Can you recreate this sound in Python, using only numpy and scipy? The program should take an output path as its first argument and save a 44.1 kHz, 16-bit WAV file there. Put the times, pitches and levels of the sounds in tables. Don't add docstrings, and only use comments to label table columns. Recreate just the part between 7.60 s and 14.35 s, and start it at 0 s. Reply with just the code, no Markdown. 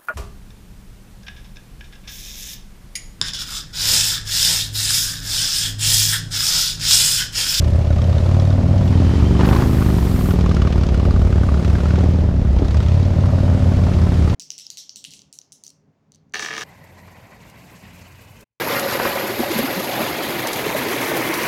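import sys
import numpy as np
from scipy import signal
from scipy.fft import rfft, irfft, next_fast_len
from scipy.io import wavfile
from scipy.ndimage import uniform_filter1d

SR = 44100
rng = np.random.default_rng(int(sys.argv[2]) if len(sys.argv) > 2 else 0)


def voltage_ratio(level):
    return 10 ** (np.asarray(level, float) / 20)


def materialize(psi):
    bounded = np.clip(np.atleast_2d(psi).T, -1, 1)
    quanta = np.round(bounded * 32767).astype(np.int16)
    wavfile.write(sys.argv[1], SR, quanta)


N = 297675
T = np.arange(N) / SR

# centre_s, half_length_s, level_db
GUSTS = [
    (0, .45, -34.5),
    (2.05, .7, -36),
    (3.6, .4, -35.5),
    (4.8, .45, -30.5),
    (6.45, .3, -38),
]
# freq_hz, density_db
WIND_COLOUR = [(14, -20), (28, -5), (50, 0), (90, -5), (160, -13), (280, -22), (500, -38)]
# time_s, level_db
HISS_LEVEL = [
    (1.8, -83),
    (1.86, -44.5),
    (2.4, -45.5),
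    (2.72, -42),
    (2.78, -61),
    (2.85, -84),
]
# freq_hz, density_db
HISS_COLOUR = [(800, -24), (2500, -7), (6000, -3), (14000, 4.5), (16000, -5)]

# time_s, rate_cycles_per_s, level_db
OTHER_ENGINE = [(0.0, 16.154, -14.2), (0.425, 16.639, -14.3), (0.825, 18.665, -13.2),
                (1.225, 19.296, -14.6), (1.575, 15.305, -15.8), (1.875, 13.405, -17.9),
                (2.325, 12.419, -18.8), (3.325, 12.446, -17.4), (3.525, 12.912, -15.0),
                (4.25, 14.482, -16.0), (4.375, 15.975, -16.0), (4.475, 16.512, -17.4), (5.0, 12.495, -16.3),
                (5.35, 17.571, -13.5), (5.5, 18.747, -14.0), (5.875, 17.91, -14.4), (6.05, 18.011, -14.0),
                (6.75, 15.654, -15.6)]
# swings_per_cycle, rise_cycles, decay_cycles, level_db, sign
OTHER_WAVE = [(5.13, .1, .25, 0, -1), (6.83, .1, .28, -9.5, -1), (12.6, .05, .2, -23, 1)]
# time_s, level_db
TICK_LEVEL = [(0, -34.5), (.6, -32), (1.2, -30.5), (1.6, -62), (3.4, -36.5), (5.1, -40), (5.45, -34),
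              (6.1, -33), (6.75, -39)]
# time_s, level_db
HEADER_LEVEL = [
    (.45, -86),
    (.7, -41),
    (1, -30.5),
    (1.25, -44),
]
# time_s, near_db, other_db
SCATTER = [(0, .7, .6), (1.3, 1.2, .6), (2, 1.7, .8), (2.6, 1.2, .8), (4.2, .8, .8), (4.45, 1.6, 1.8),
           (5, 1.6, 1.8), (5.3, .7, .6), (6.75, .7, .6)]

# start_s, level_db, pitch_hz
FRAME_KNOCKS = [(1.158, -13, 355), (3.465, -11, 350), (3.916, -14, 301), (4.128, -14, 348),
                (4.867, -26, 466), (5.733, -14, 301), (4.379, -8.5, 310), (4.431, -7.5, 306),
                (4.469, -27, 346), (4.619, -12, 377), (4.994, -11.5, 400), (4.54, -14, 500),
                (5.018, -9, 348)]
# time_s, level_db
WHINE_LEVEL = [(1.25, -75), (1.33, -51), (1.55, -48), (1.62, -47), (1.78, -46), (1.85, -75)]
# start_s, level_db, pitch_hz
CASE_KNOCKS = [(0.021, -22, 452), (0.146, -20, 579), (0.182, -21, 519), (0.303, -20, 598),
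               (0.329, -21, 479), (0.362, -21, 528), (0.416, -24, 530), (0.472, -24, 495),
               (0.566, -18, 576), (0.655, -22, 525), (0.734, -20, 619), (0.788, -21, 603), (0.82, -21, 549),
               (0.882, -23, 565), (0.926, -21, 560), (0.989, -21, 643), (1.136, -22, 565),
               (1.359, -21, 544), (1.419, -19, 616), (1.729, -21, 401), (1.761, -20, 700),
               (1.798, -21, 616), (1.876, -18, 460), (2.136, -26, 458), (2.501, -22, 412),
               (2.743, -19, 409), (2.888, -24, 436), (3.465, -19, 447), (3.619, -22, 633),
               (3.646, -22, 466), (3.917, -21, 557), (4.131, -20, 568), (4.334, -22, 592), (4.38, -17, 420),
               (4.432, -22, 415), (4.467, -19, 684), (4.586, -22, 608), (4.825, -22, 501),
               (4.903, -27, 476), (4.963, -24, 525), (4.995, -21, 420), (5.406, -21, 420),
               (5.481, -22, 589), (5.504, -23, 589), (5.556, -23, 525), (5.583, -20, 611),
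               (5.732, -19, 576), (5.83, -20, 571), (5.878, -22, 654), (6.054, -24, 568), (6.116, -23, 557),
               (6.176, -22, 638), (6.282, -23, 627), (6.339, -22, 560), (6.518, -24, 530)]
# start_s, level_db, pitch_hz
CLANKS = [(0.0807, -29, 3000), (0.3042, -29, 3780), (0.4174, -24.5, 3230), (0.4419, -27, 3070),
          (0.5277, -29, 3740), (0.5821, -24, 3660), (0.7442, -27, 3670), (0.7981, -19.5, 3210),
          (0.851, -25, 3700), (0.9033, -24.5, 3580), (1.2775, -26, 2740), (1.8083, -22, 2800),
          (1.8492, -22, 2680), (1.8876, -19, 2570), (2.6574, -28, 4240), (2.7077, -30, 3120),
          (2.809, -27, 2940), (2.8604, -27.5, 2900), (2.8938, -22, 3400), (2.9467, -26, 3000),
          (2.9652, -30, 2910), (3.019, -24, 2880), (3.0729, -32.5, 3100), (3.1033, -35, 3250),
          (3.1258, -30, 2700), (3.234, -25, 2850), (3.2655, -30, 3100), (3.3428, -36, 2830),
          (3.3982, -29, 2960), (3.4521, -33, 3900), (3.5079, -25, 3930), (3.5618, -34, 3860),
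          (3.6182, -30, 3150), (3.7269, -32, 3040), (3.9948, -36, 2980), (4.9626, -30, 3100),
          (5.0823, -28, 3340), (5.1088, -29, 3720), (5.1432, -31, 4980), (5.1696, -30, 4800),
          (5.2036, -25, 3210), (5.2614, -28, 3530), (5.2869, -32, 3300), (5.3178, -29, 2480),
          (5.4281, -28, 3950)]
# start_s, level_db, pitch_hz
MORE_CLANKS = [(.386, -31, 3130), (.552, -36, 3060), (.661, -29, 3480), (.690, -30, 3180),
               (.927, -32, 3360), (1.949, -28, 4070), (2.037, -34, 4200), (2.947, -26, 4840),
               (2.968, -30, 5600), (3.021, -33, 5500), (3.236, -28.5, 4640), (3.268, -30, 4430),
               (3.345, -36, 6350)]

# start_s, level_db, pitch_hz
PORT_NOTES = [(0.3057, -27, 1520), (0.3885, -25, 1230), (1.1358, -26, 972), (1.3259, -23, 907),
              (1.3533, -25, 1010), (1.5539, -23, 980), (1.6217, -22, 1300), (1.8068, -19, 991),
              (1.8322, -18, 926), (1.9245, -17, 1040), (1.9584, -16, 1120), (1.9964, -18, 912),
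              (2.2164, -19, 1180), (2.2593, -23, 1030), (2.3835, -22, 985), (2.4244, -24, 1040),
              (2.5127, -24, 1130), (2.5596, -23, 1280), (2.6075, -24, 1120), (2.6559, -26, 1270),
              (2.7072, -21, 1480), (2.7876, -24, 1080), (2.8594, -19, 1120), (2.9113, -23, 1160),
              (2.9672, -17, 1460), (3.018, -19, 1220), (3.0714, -20, 1210), (3.2326, -24, 1450),
              (3.2864, -23, 974), (3.3423, -24, 1470), (3.3992, -23, 1070), (3.4506, -25, 1220),
              (3.5059, -25, 1240), (3.5608, -24, 1220), (3.6147, -24, 1210), (3.6701, -25, 1210),
              (3.7249, -22, 1490), (3.7788, -22, 904), (3.8327, -23, 1250), (3.8871, -21, 1190),
              (3.9404, -22, 1450), (4.1006, -23, 1230), (4.1525, -22, 1650), (4.1829, -26, 1380),
              (4.2552, -23, 1460), (4.3051, -24, 1450), (4.3555, -25, 1490), (4.3804, -22, 902),
              (4.9636, -25, 969), (5.0828, -26, 1370), (5.1432, -26, 1210), (5.2036, -26, 1240),
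              (6.0881, -27, 961), (6.6757, -23, 1240), (6.7286, -25, 1030)]
# start_s, level_db
SPITS = [(0.0223, -39), (0.0468, -41), (0.0802, -35), (0.1062, -39), (0.163, -39), (0.1855, -42),
         (0.3057, -42), (0.3616, -45), (0.4204, -39), (0.4728, -38), (0.7397, -40), (0.7687, -40),
         (0.847, -40), (0.8779, -42), (0.9293, -42), (1.0326, -45), (1.0615, -40), (1.0894, -43),
         (1.1134, -43), (1.2595, -39), (1.281, -37), (1.3089, -38), (2.9153, -39), (2.9467, -36),
         (2.9672, -42), (3.019, -41), (3.0729, -40), (3.1253, -42), (3.1797, -43), (3.2345, -43),
         (3.3428, -41), (3.3742, -43), (3.3992, -41), (3.5074, -40), (3.5618, -43), (3.6177, -39),
         (3.6726, -38), (3.7264, -41), (3.8342, -41), (3.8711, -40), (3.8886, -42), (3.9953, -39),
         (4.0477, -40), (4.0991, -38), (4.4084, -42), (4.5101, -42), (4.9626, -45), (5.1437, -41),
         (5.66, -39), (5.7084, -43), (5.7568, -42), (5.7877, -41), (6.3884, -39), (6.5196, -41),
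         (6.6807, -42)]
# freq_hz, density_db
SPIT_COLOUR = [(5000, -20), (7000, 0), (10000, -2), (13000, -9), (15600, -16)]
# start_s, level_db
POPS = [(1.7898, -23), (1.8078, -17), (1.85, -16), (1.8876, -18), (1.9285, -14.5), (1.96, -16)]
# freq_hz, density_db
POP_COLOUR = [(500, -22), (800, 8), (1800, -1), (3300, -11), (4500, -16), (6000, -30)]

# time_s, flow_db, valve_crack_db, pipe_facing_db
GAS = [(0, -2, 6.5, 1), (.3, -2, 4.5, -1.5), (.65, 1, 5.5, -1), (1.05, -1, 2, -2), (1.3, 2, 5.5, -2.5),
       (1.55, 5, 0, -2.5), (1.9, 2.5, 3.5, -1), (2.35, 3, 2, 1.5), (2.6, 1, 4, 2), (3.0, 0.5, 7.5, -4.5),
       (3.6, -1.5, 5, -2), (4.1, -0.5, 7, -0.5), (4.4, 1, 5.5, -3.5), (4.75, -6, 3, -2.5),
       (5.2, -0.5, 7, -2.5), (5.55, -1, 4, -3), (6.0, 0.5, 2, -1.5), (6.75, 2, 5, -1)]
# time_s, extra_gas_db
BLIP = [
    (1.78, 0),
    (1.8, 3),
    (2.03, 3),
    (2.08, 0.5),
]
# freq_hz, density_db
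THROAT_COLOUR = [(250, 10), (330, 8), (420, 4.5), (500, 3), (600, 1), (750, -2.5), (900, -8.5), (1150, -39)]
MIDDLE_COLOUR = [(750, -1.5), (950, 0), (1250, -1.5), (1900, -9), (2400, -31)]
JET_COLOUR = [(1700, -1.5), (2100, 1), (3100, -1.5), (5000, -4.5), (6500, -9), (7800, -23)]
TOP_COLOUR = [(5800, -23), (7000, -0.5), (9000, -5.5), (12000, -12), (15500, -19.5)]
# start_s, length_s, chirp_db
WHISTLES = [(1.3, .9, 4.5), (2.196, 0.16, 12), (2.54, 1.9, 13), (2.862, 0.2, 17), (3.24, 0.13, 14.5),
            (3.717, .22, 14.5), (4.25, .1, 13.5), (5.144, 0.08, 8.5), (5.8, 0.12, 10.5), (6.68, .06, 7)]
CHIRP_HZ = (1200, 1465, 2340, 2910)

# time_s, rate_cycles_per_s, level_db
NEAR_ENGINE = [(0.0, 17.526, -27.0), (0.25, 17.575, -25.8), (0.85, 18.838, -26.7), (1.375, 21.081, -21.1),
               (1.625, 23.615, -21.1), (1.775, 23.857, -19.2), (2.025, 27.98, -18.8),
               (2.325, 24.824, -20.8), (2.6, 20.501, -20.3), (2.95, 18.876, -20.4), (3.425, 18.161, -21.8),
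               (3.85, 18.526, -22.4), (4.575, 20.25, -24.3), (4.925, 17.307, -23), (5.1, 16.288, -25.3),
               (5.7, 20.401, -24.4), (5.95, 21.126, -23.1), (6.75, 18.651, -22.7)]
# swings_per_cycle, decay_cycles, level_db, sign
NEAR_WAVE = [(8.9, .14, 0, 1), (3.8, .22, 4.7, -1), (12.1, .24, -10, 1)]
# pitch_hz, width_hz, level_db
NEAR_PIPE = [(174.2, 9.4, -13.5), (245.6, 7.6, -23.5), (352.2, 27, -22)]
# time_s, valve_rise_cycles, bite_db, bite_swings_per_cycle, front_early_cycles, rear_early_cycles
LOAD = [(0, .01, -20.5, 22, 0.0033, -0.0067), (1.35, 0.0088, -16, 14.5, 0.014, 0.017),
        (1.7, 0.012, -8, 15.6, 0.012, 0.024), (2.0, 0.022, -12.5, 14.2, 0.016, 0.029),
        (2.55, 0.031, -12, 15.4, 0.0082, .02), (2.75, 0.0033, -16, 20, 0.0012, -0.001),
        (4.3, 0.0045, -24, 19, 0.0015, -0.001), (5.0, 0.0091, -25, 18.8, .004, 0.0017),
        (5.7, .018, -22, 15.2, 0.0076, 0.0064), (6.75, 0.011, -16, 18, 0.0078, 0.0053)]


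def curves(table):
    time_s, *columns = np.transpose(table)
    return [np.interp(T, time_s, column) for column in columns]


def unit(x):
    return x / np.sqrt(np.mean(x ** 2))


def noise(colour):
    hz, db = np.transpose(colour)
    size = next_fast_len(N)
    log_hz = np.log(np.maximum(np.arange(size // 2 + 1), 1) * SR / size)
    gain = voltage_ratio(np.interp(log_hz, np.log(hz), db, left=-90, right=-90))
    return unit(irfft(rfft(rng.standard_normal(size)) * gain, size)[:N])


def ring(x, hz, width_hz):
    return signal.lfilter(*signal.iirpeak(hz, hz / width_hz, fs=SR), x)


def walk(rate_hz):
    hold = int(SR / rate_hz)
    steps = np.repeat(rng.standard_normal(N // hold + 1), hold)
    return 1.2 * uniform_filter1d(steps, hold)[:N]


def strokes(rate_hz, places, slip_cycles=.002):
    crank = np.cumsum(rate_hz) / SR
    for place in places:
        chance = np.clip(rng.standard_normal((400, 4)), -1.6, 1.6)
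        turn = np.floor(crank - place).astype(int) + 1
        late = slip_cycles * np.abs(chance[turn, 0])
        yield np.maximum(crank - place - turn + 1 - late, 0), chance[turn, 1:].T


def swell(angle, rise, decay):
    return (1 - np.exp(-angle / rise)) * np.exp(-angle / decay) * np.minimum(10 * (1 - angle), 1)


def blow(angle, waves):
    return sum(sign * voltage_ratio(db) * swell(angle, rise, decay) * np.sin(2 * np.pi * swings * angle)
               for swings, rise, decay, db, sign in waves)


def place_bursts(starts_s, bursts):
    out = np.zeros(N + SR)
    for start_s, burst in zip(starts_s, bursts):
        start = int(start_s * SR)
        out[start:start + len(burst)] += burst
    return out[:N]


def wind():
    calm_db = -50
    gusts = voltage_ratio(calm_db) + sum(voltage_ratio(db) * np.exp(-((T - s) / half_s) ** 2) for s, half_s, db in GUSTS)
    return gusts * voltage_ratio(7.5 + 2.5 * walk(12)) * noise(WIND_COLOUR)


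def air_hiss():
    return voltage_ratio(curves(HISS_LEVEL)[0] + 0.62 * walk(25.1)) * noise(HISS_COLOUR)


def other_bike():
    rate_hz, level_db = curves(OTHER_ENGINE)
    scatter_db = curves(SCATTER)[1]
    drone = sum(voltage_ratio(scatter_db * c[0]) * blow(angle, OTHER_WAVE)
                for angle, c in strokes(rate_hz, (.422, .991)))
    tick_db = (1.5, 1.5, -2, 1.5)
    ticks = sum(voltage_ratio(db + 1.2 * c[0]) * swell(angle, 0.0015, 0.0029)
                for db, (angle, c) in zip(tick_db, strokes(rate_hz, (.12, .37, .55, .95))))
    cases = ring(ring(ticks, 582, 71) + 0.45 * ring(ticks, 653, 90), 570, 330)
    header = voltage_ratio(curves(HEADER_LEVEL)[0]) * unit(ring(ring(drone, 260, 70), 260, 70))
    return header + voltage_ratio(level_db + 0.83) * unit(drone) + voltage_ratio(curves(TICK_LEVEL)[0] - .2) * unit(cases)


def frame():
    whine_hz = 3080 * (1 + 0.02 * walk(200))
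    out = voltage_ratio(curves(WHINE_LEVEL)[0] + 4.2 * walk(90)) * np.sin(2 * np.pi * np.cumsum(whine_hz) / SR)
    rattle = noise(THROAT_COLOUR)
    for start_s, db, hz in FRAME_KNOCKS:
        age_s = np.maximum(T - start_s, 0)
        thud = np.exp(-age_s / 0.0044) * np.sin(2 * np.pi * hz * age_s)
        rough = swell(np.minimum(age_s, 1), .0015, .02) * rattle
        out += voltage_ratio(db - 8.5) * (.5 * thud + .75 * rough)
    return out


def sagging_rings(hits, gain_db, rise_s, decay_s, sag, noise_share):
    age_s = np.arange(SR // 20) / SR
    shape = (1 - np.exp(-age_s / rise_s)) * np.exp(-age_s / decay_s)
    shape = shape / shape.max()
    bursts = []
    for _, db, hz in hits:
        hiss = rng.standard_normal(len(age_s))
        fray = unit(ring(ring(hiss, 1.1 * hz, .7 * hz), 1.1 * hz, .7 * hz))
        note = np.sin(2 * np.pi * hz * (age_s - sag * age_s ** 2 / (2 * decay_s)))
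        bursts.append(voltage_ratio(db + gain_db) * shape * (note + noise_share * fray))
    return place_bursts([hit[0] for hit in hits], bursts)


def case_knocks():
    return sagging_rings(CASE_KNOCKS, gain_db=-4.5, rise_s=.001, decay_s=.006, sag=.04, noise_share=.25)


def valves():
    age_s = np.arange(SR // 20) / SR
    shape = (1 - np.exp(-age_s / 0.00075)) * np.exp(-age_s / 0.0035)
    click = noise([(1500, -20), (2500, -5), (6000, -1), (9000, -20)])
    partials = ((.97, -1), (1.15, -5.5), (1.6, -9))  # pitch_ratio, level_db
    hits = list(CLANKS) + list(MORE_CLANKS)
    bursts = []
    for start_s, db, hz in hits:
        notes = voltage_ratio(1) * click[int(start_s * SR):][:len(age_s)] * np.exp(-age_s / 0.0017)
        for ratio, part_db in partials:
            detune, phase = rng.random(2)
            part_hz = hz * ratio * (1 + 0.072 * detune)
            notes = notes + voltage_ratio(part_db) * np.sin(2 * np.pi * (part_hz * age_s + phase))
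        bursts.append(voltage_ratio(db - 4.5) * shape * notes)
    return place_bursts([hit[0] for hit in hits], bursts)


def squeak():
    start_s, length_s, from_hz, to_hz, level_db = 1.243, .022, 13500, 14000, -52
    part = np.clip((T - start_s) / length_s, 0, 1)
    pitch_hz = from_hz + (to_hz - from_hz) * part
    return voltage_ratio(level_db) * np.sin(np.pi * part) ** 2 * np.sin(2 * np.pi * np.cumsum(pitch_hz) / SR)


def spits():
    shape = swell(np.arange(SR // 20) / SR, .0015, .003)
    bursts = [voltage_ratio(db - 6) * shape for _, db in SPITS]
    return place_bursts([spit[0] for spit in SPITS], bursts) * noise(SPIT_COLOUR)


def port_notes():
    return sagging_rings(PORT_NOTES, gain_db=-6.5, rise_s=.0025, decay_s=.0045, sag=.04, noise_share=.3)


def pops():
    bursts = sum(voltage_ratio(db - 3.5) * swell(np.clip(T - s, 0, 1), .0017, .0069) for s, db in POPS)
    return bursts * noise(POP_COLOUR)


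def whistle_db():
    rest_db, ease_s = 3, 0.095
    turns = [db * np.clip(np.minimum(T - s, s + length_s - T) / ease_s + 1, 0, 1)
             for s, length_s, db in WHISTLES]
    return np.maximum(np.max(turns, axis=0), rest_db)


def port_chirp(rear, chance):
    low, high, over, top = (
        np.sin(2 * np.pi * np.cumsum(hz * (1 + .016 * chance[2] + .05 * walk(900))) / SR) for hz in CHIRP_HZ)
    late = np.maximum(rear - .02, 0)
    notes = voltage_ratio(-2.5 * chance[0]) * low + voltage_ratio(2.0 * chance[0]) * high
    notes += voltage_ratio(2.5 * chance[1] - 10) * over + voltage_ratio(-2.5 * chance[1] - 11) * top
    return late / 0.048 * np.exp(-late / 0.043) * notes


def near_gas():
    rate_hz, level_db = curves(NEAR_ENGINE)
    flow_db, crack_db, facing_db = curves(GAS)
    blip_db = curves(BLIP)[0]
    throat_db = -27 + .7 * flow_db + 2.5 * blip_db - .19 * facing_db
    middle_db = -43.5 + .8 * flow_db + 2.6 * blip_db + .011 * facing_db
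    jet_db = -45.5 + .95 * flow_db + 1.16 * blip_db + .12 * facing_db
    top_db = -54.5 + 1.05 * flow_db + 1.1 * blip_db + 1.23 * facing_db
    (front, a), (rear, b) = strokes(rate_hz, (.33, .725))
    crack = np.maximum(voltage_ratio(crack_db) - .9, 0)

    def puffs(front_size, rear_size, decay, spread_db, order, slow=1):
        front_puff = front_size * voltage_ratio(spread_db * a[order]) * swell(front, .025 * slow, decay)
        rear_puff = rear_size * voltage_ratio(spread_db * b[order]) * swell(rear, .035 * slow, 1.3 * decay)
        return 1 + front_puff + rear_puff

    throat_db = throat_db + 0.29 * (level_db + 23.5) - 7.2
    gas = voltage_ratio(throat_db) * puffs(1.7, 0.8, 0.05, 1.8, order=0) * noise(THROAT_COLOUR)
    gas += voltage_ratio(middle_db - 1.43) * puffs(3.1, 1.8, 0.13, 3.0, order=1) * noise(MIDDLE_COLOUR)
    crackle_db = 0.97 * np.maximum(blip_db, 0) * walk(400)
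    jet_puffs = puffs(1.04 * crack, 1.7 * crack, 0.076, 4.4, order=2)
    gas += voltage_ratio(jet_db + crackle_db + 1.5) * jet_puffs * noise(JET_COLOUR)
    gas += voltage_ratio(top_db - .5) * puffs(5.5 * crack, 5 * crack, .05, 4, order=0, slow=8) * noise(TOP_COLOUR)
    chirp_size = np.maximum(voltage_ratio(whistle_db()) - 1.4, 0)
    gas += voltage_ratio(middle_db + 8.0 + 0.7 * b[1]) * chirp_size * port_chirp(rear, b)
    return gas


def near_exhaust():
    rate_hz, level_db = curves(NEAR_ENGINE)
    scatter_db = curves(SCATTER)[0]
    rise, bite_db, bite_swings, *early = curves(LOAD)
    rise = np.maximum(rise, .002)
    waves = [(swings, rise if sign > 0 else .05, decay, db, sign) for swings, decay, db, sign in NEAR_WAVE]
    waves.append((bite_swings, rise, .2, bite_db, 1))
    (front, a), (rear, b) = strokes(rate_hz, np.array((.345, .773))[:, None] - early)
    bark = voltage_ratio(scatter_db * a[0]) * blow(front, waves) + voltage_ratio(scatter_db * b[0] - 1.5) * blow(rear, waves)
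    bark += blow((rear - 0.2424) % 1, [(8.6, .012, 0.072, -12.5, 1)])
    kick = voltage_ratio(.8 * a[1]) * swell(front, .002, .006) + voltage_ratio(.8 * b[1] - 2) * swell(rear, .002, .006)
    pipe = sum(voltage_ratio(db) * unit(ring(kick, hz, width_hz)) for hz, width_hz, db in NEAR_PIPE)
    muffler = signal.butter(2, 900, fs=SR, output="sos")
    sharp = signal.sosfilt(muffler, unit(bark) + pipe)
    dull = signal.sosfiltfilt(signal.butter(5, 430, fs=SR, output="sos"), sharp)
    dull_share = .85 * np.clip((rise - .005) / .007, 0, 1)
    return voltage_ratio(level_db + 5.0) * (sharp + dull_share * (dull - sharp))


def scene():
    air = wind() + air_hiss()
    metal = frame() + case_knocks() + valves() + squeak()
    gas = spits() + port_notes() + pops() + near_gas()
    return (air + other_bike() + metal + gas + near_exhaust())[None]


def roll_off(x):
    return signal.sosfilt(signal.butter(12, 15670, fs=SR, output="sos"), x)


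def record(dry):
    x = signal.sosfilt(signal.butter(1, 8, "high", fs=SR, output="sos"), dry)
    rounded = np.tanh(.75 * x) / .75
    fade = np.minimum((T[-1] - T) / .004, 1)
    return roll_off(rounded * fade)


dry = scene()
out = record(dry)
materialize(out)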